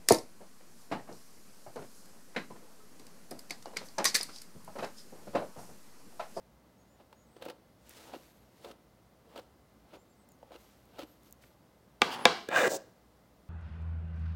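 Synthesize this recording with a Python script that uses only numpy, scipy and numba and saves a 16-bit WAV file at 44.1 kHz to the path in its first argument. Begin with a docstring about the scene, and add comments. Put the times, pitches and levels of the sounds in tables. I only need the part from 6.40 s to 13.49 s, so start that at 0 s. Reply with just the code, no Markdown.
"""A small dog's thick coat is brushed close by in a quiet room, with faint whistles, perhaps a bird's.
First, strokes: random bristle slips hiss and thrum the pad, lower as hair pulls out; tangles snap free as
noise bursts, static ticks, and soft airy noise swishes. Then the brush is put down: knock (decaying modes),
short sinking slide (slip noise, rising squeak), knock. Last, a comb is dragged off the table: boom, rasp, hiss.
Throughout, filtered-noise air and hum and a thin whine; decaying noise adds the room's ring."""
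import sys
import numpy as np
from scipy import signal
from scipy.fft import rfft, irfft
from scipy.io import wavfile
from scipy.ndimage import uniform_filter1d, map_coordinates
from numba import njit

SR = 44100
rng = np.random.default_rng(int(sys.argv[2]) if len(sys.argv) > 2 else 0)


def put_to_file(sound):
    """Save the sound as 16-bit audio at rate SR, in the file named by the first command-line argument."""
    columns = np.atleast_2d(sound).T  # one column per channel
    safe = np.clip(columns, -1, 1)
    whole_steps = np.round(safe * 32767)
    wavfile.write(sys.argv[1], SR, whole_steps.astype(np.int16))


N = 312669
TIME = np.arange(N) / SR


def amp(db):
    """Decibels to gain."""
    return 10 ** (np.asarray(db) / 20)


def unit(x):
    """Scale to rms 1."""
    return x / np.sqrt(np.mean(x ** 2))


def noise(size=N):
    """White noise."""
    return rng.standard_normal(size)


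def walk(rate_hz):
    """Smooth random wandering, rms 1, through rate_hz random knots per second."""
    knots = noise(1000)
    return unit(map_coordinates(knots, [TIME * rate_hz], mode="wrap"))


def slips(rate_hz, spread_db):
    """Friction: tiny slips at random moments; spread_db skews their random sizes."""
    hits = rng.random(N) < rate_hz / SR
    return hits * noise() * amp(spread_db * np.minimum(rng.exponential(size=N), np.pi))


def along(points, hz):
    """Read (f/Hz, value) points on a log-frequency axis."""
    f, value = np.transpose(points)
    return np.interp(np.log(np.maximum(hz, 1)), np.log(f), value)


def colour(x, points, size=4096):
    """Causal minimum-phase filter with the given (f/Hz, level/dB) spectrum, via the cepstrum."""
    level_db = along(points, np.fft.rfftfreq(size, 1 / SR))
    cepstrum = irfft(np.log(amp(level_db)))
    cepstrum[1:size // 2] *= 2
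    cepstrum[size // 2 + 1:] = 0
    response = irfft(np.exp(rfft(cepstrum)))
    return signal.fftconvolve(x, response)[:len(x)]


def ring(x, modes):
    """A body's resonances in parallel: (f/Hz, width/Hz, level/dB)."""
    return sum(amp(db) * signal.lfilter(*signal.iirpeak(hz, hz / width, fs=SR), x)
               for hz, width, db in modes)


@njit
def sweep(x, hz, damping):
    """Band-pass with a moving centre; damping is bandwidth over centre."""
    y, band, low = np.empty(len(x)), 0., 0.
    for i in range(len(x)):
        g = np.tan(np.pi * hz[i] / SR)
        v = (band + g * (x[i] - low)) / (1 + g * (g + damping))
        band, low, y[i] = 2 * v - band, low + 2 * g * v, damping * v
    return y


def swell(s, hold_s, rise_s, fall_s):
    """Gain that rises to 1 at time s, holds and falls; rise and fall times are per 20 dB."""
    before = (s - TIME) / max(rise_s, 1e-3)
    after = (TIME - s - hold_s) / max(fall_s, 1e-3)
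    return amp(-20 * np.clip(np.maximum(before, after), 0, 10))


def fade(s, db_per_s):
    """Gain that sinks (negative rate: grows) steadily for up to 1 s from time s."""
    return amp(-db_per_s * np.clip(TIME - s, 0, 1))


def sinking_pitch(glides, lead_s):
    """Pitch that glides once for each (t/s, length/s, first f/Hz, last f/Hz)."""
    hz = np.full(N, float(glides[0][2]))
    for s, length, first_hz, last_hz in glides:
        after = TIME >= s - lead_s
        progress = np.clip((TIME[after] - s) / length, 0, 1)
        hz[after] = first_hz * (last_hz / first_hz) ** progress
    return hz


def add(out, s, sound):
    """Mix a short sound in at time s."""
    start = int(s * SR)
    out[start:start + len(sound)] += sound[:N - start]


def burst(x, size=220):
    """Scale a short sound so that its loudest 5 ms have rms 1."""
    return x / np.sqrt(uniform_filter1d(x ** 2, size=size).max())


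# bristles grip the coat: t/s, length/s, relative pad pull level/dB, relative hiss level/dB
GRIPS = [(0.599, 0.016, -61, -68), (1.017, 0.095, -51.5, -58), (1.57, 0.18, -61, -71),
         (1.733, 0.021, -46, -54), (2.246, 0.064, -51, -60.5), (2.963, 0.016, -45, -53.5),
         (3.535, 0.024, -50, -57.5), (4.121, 0.04, -53, -59.5), (4.586, 0.038, -46.5, -51)]
# resonances of the brush's pad and handle: f/Hz, width/Hz, level/dB
PAD_MODES = [(322, 95, 11), (486, 115, 12), (720, 130, 5.5), (822, 39, 7.5), (1460, 290, -40)]
# rubber cushion muffling the pad: f/Hz, level/dB
CUSHION_SPECTRUM = [(80, -18), (220, 3), (900, 1), (1700, -12.5), (5000, -11)]
# bristles rubbing on hair: f/Hz, level/dB
BRISTLE_SPECTRUM = [(500, -33), (1300, 11), (1850, 0), (2800, 5.5), (4100, 2), (6500, -9), (11000, -12.5),
                    (15500, -12)]
# a lighter lead-in precedes each grip; times per 20 dB
LEAD_DB, LEAD_RISE_S, GRIP_RISE_S = -10, 0.15, 0.013
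PAD_FALL_S, HISS_FALL_S = 0.037, 0.029


def brushing(start_hz=640, end_hz=390, damping=0.97, hair_db=-3):
    """Bristles rub through hair and shake the pad; the taut hair sounds lower as it pulls out."""
    pull, rub = np.zeros(N), np.zeros(N)
    for s, length, pull_db, hiss_db in GRIPS:
        lead = amp(LEAD_DB) * swell(s, 0, LEAD_RISE_S, GRIP_RISE_S)
        pull += amp(pull_db) * np.maximum(lead, swell(s, length, GRIP_RISE_S, PAD_FALL_S))
        rub += amp(hiss_db) * np.maximum(lead, swell(s, length, GRIP_RISE_S, HISS_FALL_S))
    glides = [(s, length, start_hz, end_hz) for s, length, *_ in GRIPS]
    hair_hz = sinking_pitch(glides, lead_s=0.071)
    tugs = slips(rate_hz=2300, spread_db=2.5)
    hair = sweep(sweep(tugs, hair_hz, damping), hair_hz, damping)
    pad = colour(ring(tugs, PAD_MODES), CUSHION_SPECTRUM)
    thrum = unit(unit(pad) + amp(hair_db) * unit(hair))
    hiss = unit(colour(slips(rate_hz=9000, spread_db=3.5), BRISTLE_SPECTRUM))
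    return thrum * pull + hiss * rub


# tangles let go: t/s, relative tear level/dB, relative pad thump level/dB, thump f/Hz
TANGLES = [(0.726, -58.5, -54, 1180), (0.964, -60.5, -48, 430), (1.022, -47, -47.5, 460),
           (1.053, -51.5, -49, 504), (1.061, -59, -39.5, 287), (1.084, -48.5, -44, 400),
           (1.098, -47, -46, 550), (1.737, -59, -59, 700), (1.760, -72, -49, 280),
           (2.245, -49.5, -47.5, 656), (2.258, -68, -45.5, 517), (2.311, -53, -52, 400),
           (2.958, -53, -43.5, 557), (2.975, -50, -52, 650), (2.987, -53, -44, 680),
           (2.993, -54.5, -49, 560), (3.548, -76, -55, 510), (4.027, -67, -48, 684), (4.106, -76, -51, 650),
           (4.158, -55.5, -74, 500), (4.590, -47.5, -44, 507), (4.631, -53, -43.5, 332),
           (5.037, -68, -59, 1850)]


def snags(tear_s=0.0024, spring_s=0.0022, width_share=0.47):
    """A tangle tears free in milliseconds and the pad springs back, each time at its own pitch."""
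    out, t = np.zeros(N), TIME[:SR // 10]
    for s, tear_db, thump_db, hz in TANGLES:
        tear = colour(noise(len(t)) * t * np.exp(-t / tear_s), BRISTLE_SPECTRUM)
        push = noise(len(t)) * t * np.exp(-t / spring_s)
        spring = ring(push, [(hz, width_share * hz, 0)])
        thump = burst(ring(spring, PAD_MODES))
        add(out, s, amp(tear_db) * burst(tear) + amp(thump_db) * thump)
    return out


# static sparks in the dry coat: t/s, relative peak level/dB
STATIC = [(1.0529, -36.5), (1.494, -33.5), (3.8894, -41.5), (3.9196, -42), (4.455, -51), (4.833, -48),
          (4.9095, -41), (4.9255, -31)]


def sparks(fade_s=0.00093):
    """Tiny bright snaps of static: exponentially decaying, treble-heavy noise."""
    out, t = np.zeros(N), TIME[:SR // 20]
    for s, db in STATIC:
        decay = noise(len(t)) * np.exp(-t / fade_s)
        snap = colour(decay, [(2000, -27), (7000, -0.5), (14000, 1.0), (17000, 7.5)])
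        add(out, s, amp(db) * snap / np.abs(snap).max())
    return out


# soft airy swishes, some perhaps of fur: t/s, length/s, rise/s, fall/s (per 20 dB),
# swish level/dB, airy 12 kHz hiss level/dB
SOFT_SWISHES = [(1.5, 0.15, 0.1, 0.21, -58, -88), (1.793, 0.092, .1, 0.31, -69, -72),
                (2.25, 0.066, 0.17, 0.029, -64.5, -86), (2.907, 0.12, 0.058, .04, -73, -91),
                (4.19, 0.096, 0.056, 0.28, -67.5, -76), (4.69, 0.036, .2, .1, -73, -76),
                (4.848, 0.029, 0.06, 0.064, -67, -71), (5.026, 0.03, 0.046, 0.13, -67, -78)]
# swish: f/Hz, level/dB
SWISH_SPECTRUM = [(900, 1), (2200, 1), (4000, 0), (8000, -3.5), (11000, -7), (15500, -9.5)]
# faint airy hiss near 12 kHz, filtered twice: f/Hz, width per pass/Hz, level/dB
AIRY_MODES = [(12260, 1100, 0)]


def swishes(patchy_db=3, uneven_db=1, uneven_rate_hz=45):
    """Soft, uneven airy swishes of coloured noise; with them a high airy hiss comes and goes."""
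    grains = colour(slips(rate_hz=9000, spread_db=1.5), SWISH_SPECTRUM)
    swish = unit(grains * amp(uneven_db * walk(uneven_rate_hz)))
    high_hiss = ring(ring(noise(), AIRY_MODES), AIRY_MODES)
    airy = unit(high_hiss * amp(patchy_db * walk(rate_hz=13)))
    out = np.zeros(N)
    for s, length, rise_s, fall_s, swish_db, airy_db in SOFT_SWISHES:
        out += swell(s, length, rise_s, fall_s) * (amp(swish_db) * swish + amp(airy_db) * airy)
    return out


# brush meets table: t/s, relative level/dB, face (0 rim, 1 back), room send relative to it/dB
TABLE_HITS = [(5.6182, -10.5, 0, -9.5), (5.8542, -6, 1, -7)]
# brush on table top: f/Hz, t60/s, level by rim/dB, level by back/dB
HIT_MODES = [(232, 0.083, -18, -14), (376, 0.032, -11.5, -12.5), (511.7, 0.062, -17, -4),
             (684.7, 0.073, -27, -5.5), (833.6, 0.044, -5.5, -4), (1016, 0.045, -17, -5),
             (1195, 0.044, -5, -18.5), (1463, .025, -3.5, -23), (1670, 0.042, -11.5, -2.5),
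             (1930, 0.013, 0, -1), (2320, 0.037, -3.5, -2), (2600, 0.02, 0, 0), (3350, .015, -4, -3),
             (3660, 0.016, -0.5, 6), (5100, 0.0055, -14.5, -2), (7270, 0.0055, -14, 1)]
# hard contact: f/Hz, level/dB
CRACK_SPECTRUM = [(100, -15.5), (400, -3), (1000, 1), (3800, -3), (6000, -9.5), (8000, -10.5), (11000, -22),
                  (16000, -29)]


def knocks(crack_db=-5, bounce_s=.0028, bounce_db=-9, body_to_room_db=-9):
    """Hard plastic strikes the table and chatters once; each face wakes the modes differently."""
    direct, to_room, t = np.zeros(N), np.zeros(N), TIME[:SR // 4]
    crack = burst(colour(signal.unit_impulse(len(t)), CRACK_SPECTRUM))
    chatter = crack + amp(bounce_db) * np.roll(crack, int(bounce_s * SR))
    for s, db, face, room_db in TABLE_HITS:
        body = np.zeros(len(t))
        for k, (hz, t60, *mode_db) in enumerate(HIT_MODES):
            gain = (-1) ** k * amp(mode_db[round(face)])  # alternating polarity
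            body += gain * np.sin(2 * np.pi * hz * t) * np.exp(-np.log(1000) * t / t60)
        body = burst(body)
        add(direct, s, amp(db) * burst(body + amp(crack_db) * chatter))
        # the crack spreads in all directions, so the room gets more of it
        add(to_room, s, amp(db + room_db) * burst(crack + amp(body_to_room_db) * body))
    # a small table radiates little bass
    return colour(direct + room(to_room), [(30, -27), (70, -7), (160, 1.5), (16000, -3.5)])


# rim skidding on the table: f/Hz, level/dB
SKID_SPECTRUM = [(59, -51.5), (100, -18), (234, -3), (315, -9.5), (365, -4.5), (662, -9), (836, 1.5),
                 (1030, -3.5), (2520, -16), (3120, -11), (3940, -22), (4870, -17), (5530, -26),
                 (13800, -36), (16000, -35.5)]
# relative levels; grind and scratch sink as the slide slows down
GRIND_DB, GRIND_FADE_DB_PER_S = -39, 20.5
SCRATCH_DB, SCRATCH_FADE_DB_PER_S = -47.5, 39.5
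# midway the rim bites harder for a moment; times per 20 dB
BITE_S, BITE_DB, BITE_RISE_S, BITE_FALL_S = 5.738, -40, .07, 0.044
# thin rising squeak just before the back comes down
SQUEAK_DB, SQUEAK_RISE_S, SQUEAK_HOLD_S = -59, 0.086, .03
SQUEAK_END_HZ, SQUEAK_GLIDE_HZ_PER_S = 10500, 8600


def slide(split_hz=2500, waver_share=0.023):
    """The rim skids over the table: slips give a low grind and a scratch; an unsteady sine squeaks."""
    start, end = TABLE_HITS[0][0], TABLE_HITS[1][0]
    contact = swell(start, end - start, rise_s=0.0073, fall_s=.008)
    skid = colour(slips(rate_hz=7800, spread_db=-0.5), SKID_SPECTRUM)
    low_pass = signal.butter(3, split_hz, "low", fs=SR, output="sos")
    high_pass = signal.butter(3, split_hz, "high", fs=SR, output="sos")
    grind = unit(signal.sosfilt(low_pass, skid)) * amp(GRIND_DB) * fade(start, GRIND_FADE_DB_PER_S)
    slowing = amp(SCRATCH_DB) * fade(start, SCRATCH_FADE_DB_PER_S)
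    bite = amp(BITE_DB) * swell(BITE_S, 0, BITE_RISE_S, BITE_FALL_S)
    scratch = unit(signal.sosfilt(high_pass, skid)) * np.maximum(slowing, bite)
    waver = 1 + waver_share * unit(uniform_filter1d(noise(), size=40))
    glide_hz = SQUEAK_END_HZ - SQUEAK_GLIDE_HZ_PER_S * (end - np.clip(TIME, start, end))
    tone = unit(np.sin(2 * np.pi * np.cumsum(glide_hz * waver) / SR))
    rising = swell(end - SQUEAK_HOLD_S, SQUEAK_HOLD_S, SQUEAK_RISE_S, SQUEAK_RISE_S)
    return contact * (grind + scratch + amp(SQUEAK_DB) * tone * rising)


# pulls of the comb: t at full force/s, length/s, boom rise/s (per 20 dB), boom level/dB,
# boom fade/(dB/s), rasp level/dB, teeth hiss level/dB, first boom f/Hz, last boom f/Hz; levels relative
COMB_PULLS = [(6.178, 0.0972, 0.15, -29, -22, -26.5, -37.5, 643, 410),
              (6.32, 0.05, 0.037, -31.5, 177, -57, -38, 560, 374)]
# the comb catches on the table: t/s, relative level/dB
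COMB_CATCHES = [(6.087, -31), (6.235, -47), (6.276, -27.5)]
# table top: f/Hz, width/Hz, level/dB
TABLE_MODES = [(238, 120, -22), (284, 150, -11), (377, 54, -17), (514, 22, 2), (661, 19, -2),
               (772, 79, -11)]
# comb body: f/Hz, width/Hz, level/dB
COMB_MODES = [(1134, 190, -20), (1400, 230, -3.5), (1662, 79, 7), (1840, 81, -4.5), (1967, 59, 2.5),
              (2400, 140, -3), (2823, 40, -3.5), (3520, 170, -9)]
# the comb's teeth: f/Hz, level/dB
TEETH_SPECTRUM = [(2500, -9.5), (4500, -0.5), (6500, 4), (7700, 3.5), (9000, -4.5), (12500, -14.5),
                  (15500, -2.5)]
# rise and fall times per 20 dB
PULL_FALL_S, RASP_RISE_S = 0.01, 0.13
TEETH_RISE_S, TEETH_FALL_S = 0.065, 0.011
# rasp and hiss weaken as the comb speeds up
RASP_FADE_DB_PER_S, TEETH_FADE_DB_PER_S = 42, 64


def comb(damping=0.32, sink_db=2, drift_share=0.02, patchy_db=3, change_rate_hz=28, stuck_s=0.028):
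    """Teeth stick and slip: the table booms, lower through each pull, the comb rasps, its teeth hiss."""
    friction = slips(rate_hz=4000, spread_db=2.0)
    glides = [(s, length, first_hz, last_hz) for s, length, *_, first_hz, last_hz in COMB_PULLS]
    hz = sinking_pitch(glides, lead_s=0.018)
    # stick-slip limits its own swing, so the sinking boom keeps a fairly even strength
    sinking = np.tanh(unit(sweep(sweep(noise(), hz, damping), hz, damping)))
    table_spectrum = [(80, -5), (200, 2.0), (800, 5.5), (2000, -21.0)]
    table = colour(ring(friction, TABLE_MODES), table_spectrum)
    boom = unit(unit(table) + amp(sink_db) * unit(sweep(sinking, hz, 1.)))
    # different teeth bear the load in turn, so the comb's resonances drift and come and go
    teeth = np.zeros(N)
    for centre, width, db in COMB_MODES:
        gain = amp(db + patchy_db * walk(change_rate_hz))
        drifting_hz = centre * (1 + drift_share * walk(change_rate_hz))
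        teeth += gain * sweep(friction, drifting_hz, width / centre)
    rasp = unit(colour(teeth, [(400, -8.5), (1100, 8), (3800, 1.0), (7000, -17)]))
    hiss = unit(colour(slips(rate_hz=4900, spread_db=-1.0), TEETH_SPECTRUM))
    out = np.zeros(N)
    for s, length, rise_s, boom_db, boom_fade, rasp_db, hiss_db, *_ in COMB_PULLS:
        boom_gain = swell(s, length, rise_s, PULL_FALL_S) * fade(s, boom_fade)
        rasp_gain = swell(s, length, RASP_RISE_S, PULL_FALL_S) * fade(s, RASP_FADE_DB_PER_S)
        hiss_gain = swell(s, length, TEETH_RISE_S, TEETH_FALL_S) * fade(s, TEETH_FADE_DB_PER_S)
        out += amp(boom_db) * boom * boom_gain
        out += amp(rasp_db) * rasp * rasp_gain
        out += amp(hiss_db) * hiss * hiss_gain
    # the comb only starts to move a moment after its first catch
    return out * swell(COMB_CATCHES[0][0] + stuck_s, hold_s=1, rise_s=0.034, fall_s=1)


def catches(contact_s=0.0012, comb_db=-4, teeth_db=-15):
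    """A tooth sticks, then jumps and thuds: one noise push drives table, comb and teeth."""
    out, t = np.zeros(N), TIME[:SR // 10]
    for s, db in COMB_CATCHES:
        push = noise(len(t)) * t * np.exp(-t / contact_s)
        thud = burst(colour(push, [(60, -10.0), (250, 13), (700, 10.5), (2500, -16), (5000, -53)]))
        body = amp(comb_db) * burst(ring(push, COMB_MODES))
        teeth = amp(teeth_db) * burst(colour(push, TEETH_SPECTRUM))
        add(out, s, amp(db) * burst(thud + body + teeth))
    return out


# faint thin whistles, perhaps a bird outside:
# t/s, length/s, middle f/Hz, glide/Hz, relative level/dB
WHISTLE_NOTES = [(0.367, .09, 6670, -100, -81), (0.467, .11, 7100, 0, -82), (0.743, 0.13, 6800, -2, -78),
                 (0.843, 0.19, 8200, 200, -81.5), (3.558, .09, 7250, 900, -79.5),
                 (3.68, .07, 7440, -600, -80), (3.755, 0.1, 8250, 2, -80), (3.88, .08, 6900, -1300, -79)]


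def whistles(arch_share=.06, waver_share=.02):
    """Each faint sine whistle glides, arches and wavers in pitch, and swells in its middle."""
    out = np.zeros(N)
    waver = 1 + waver_share * unit(uniform_filter1d(noise(), size=40))
    for s, length, hz, glide_hz, db in WHISTLE_NOTES:
        place = np.linspace(-1, 1, int(length * SR))
        arch_hz = hz * (1 - arch_share * place ** 2)
        pitch_hz = (arch_hz + glide_hz * place / 2) * waver[:len(place)]
        tone = np.sin(2 * np.pi * np.cumsum(pitch_hz) / SR)
        add(out, s, amp(db) * unit(tone * (1 - place ** 2)))
    return out


# the room's ring: f/Hz, t60/s
RING_T60 = [(150, 0.47), (700, 0.39), (2000, 0.4), (4500, 0.48), (9000, 0.42), (16000, 0.93)]
# its colour: f/Hz, level/dB
RING_SPECTRUM = [(100, 3), (700, 5), (1500, 2), (2400, -1), (4500, 0.5), (8000, -7), (16000, -11)]


def room(x, build_s=0.00097):
    """Dense reflections, as noise, that build up quickly and die away band by band."""
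    t = TIME[:SR]
    hz, spectrum = np.fft.rfftfreq(SR, 1 / SR), rfft(noise(SR))
    centres, t60s = np.transpose(RING_T60)
    tail = np.zeros(SR)
    # overlapping bands, each peaking at one centre
    for share, t60 in zip(np.eye(len(centres)), t60s):
        band = irfft(spectrum * along(np.c_[centres, share], hz))
        tail += band * np.exp(-np.log(1000) * t / t60)
    response = colour(unit(tail * (1 - np.exp(-t / build_s))), RING_SPECTRUM)
    return signal.fftconvolve(x, response)[:N] / np.sqrt(SR)


# background air: f/Hz, level/dB
AIR_SPECTRUM = [(20, -36.5), (35, -20), (55, -2.5), (85, -5), (115, -5), (145, -4.5), (200, -1.5),
                (400, -9.5), (550, -7.5), (1200, -16.5), (2400, -26), (4500, -27), (8000, -32),
                (16000, -32)]
# faint hum, filtered twice: f/Hz, width per pass/Hz, level/dB
HUM_MODES = [(58, 14, -2.5), (113.6, 10, -6)]


def quiet_room(air_db=-63.5, hum_db=-72.5):
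    """Steady background air as coloured noise, with a faint hum of narrow-band noise."""
    second_pass = [(hz, width, 0) for hz, width, db in HUM_MODES]
    hum = ring(ring(noise(), HUM_MODES), second_pass)
    return amp(air_db) * unit(colour(noise(), AIR_SPECTRUM)) + amp(hum_db) * unit(hum)


def whine(centre_hz=2045, level_db=-86.5, waver_share=0.0072):
    """A faint electrical whine: a sine slightly unsteady in pitch."""
    pitch_hz = centre_hz * (1 + waver_share * walk(rate_hz=80))
    return amp(level_db) * unit(np.sin(2 * np.pi * np.cumsum(pitch_hz) / SR))


def scene():
    """The dog is close and dry, and the table further off; all but air and whine feed the room."""
    coat = amp(-1.5) * brushing() + snags() + sparks()
    coat_and_airy = coat + swishes() + whistles()
    table = slide() + comb() + catches()
    direct = coat_and_airy + table + knocks()
    reflected = room(amp(-14.5) * coat_and_airy + amp(-14.0) * table)
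    return (direct + reflected + quiet_room() + whine())[None]


def record(dry, top_hz=16000):
    """The microphone rounds peaks (tanh) and cuts the top (elliptic low-pass)."""
    low_pass = signal.ellip(10, .2, 70, top_hz, fs=SR, output="sos")
    return signal.sosfilt(low_pass, np.tanh(dry))


dry = scene()
out = record(dry)
put_to_file(out)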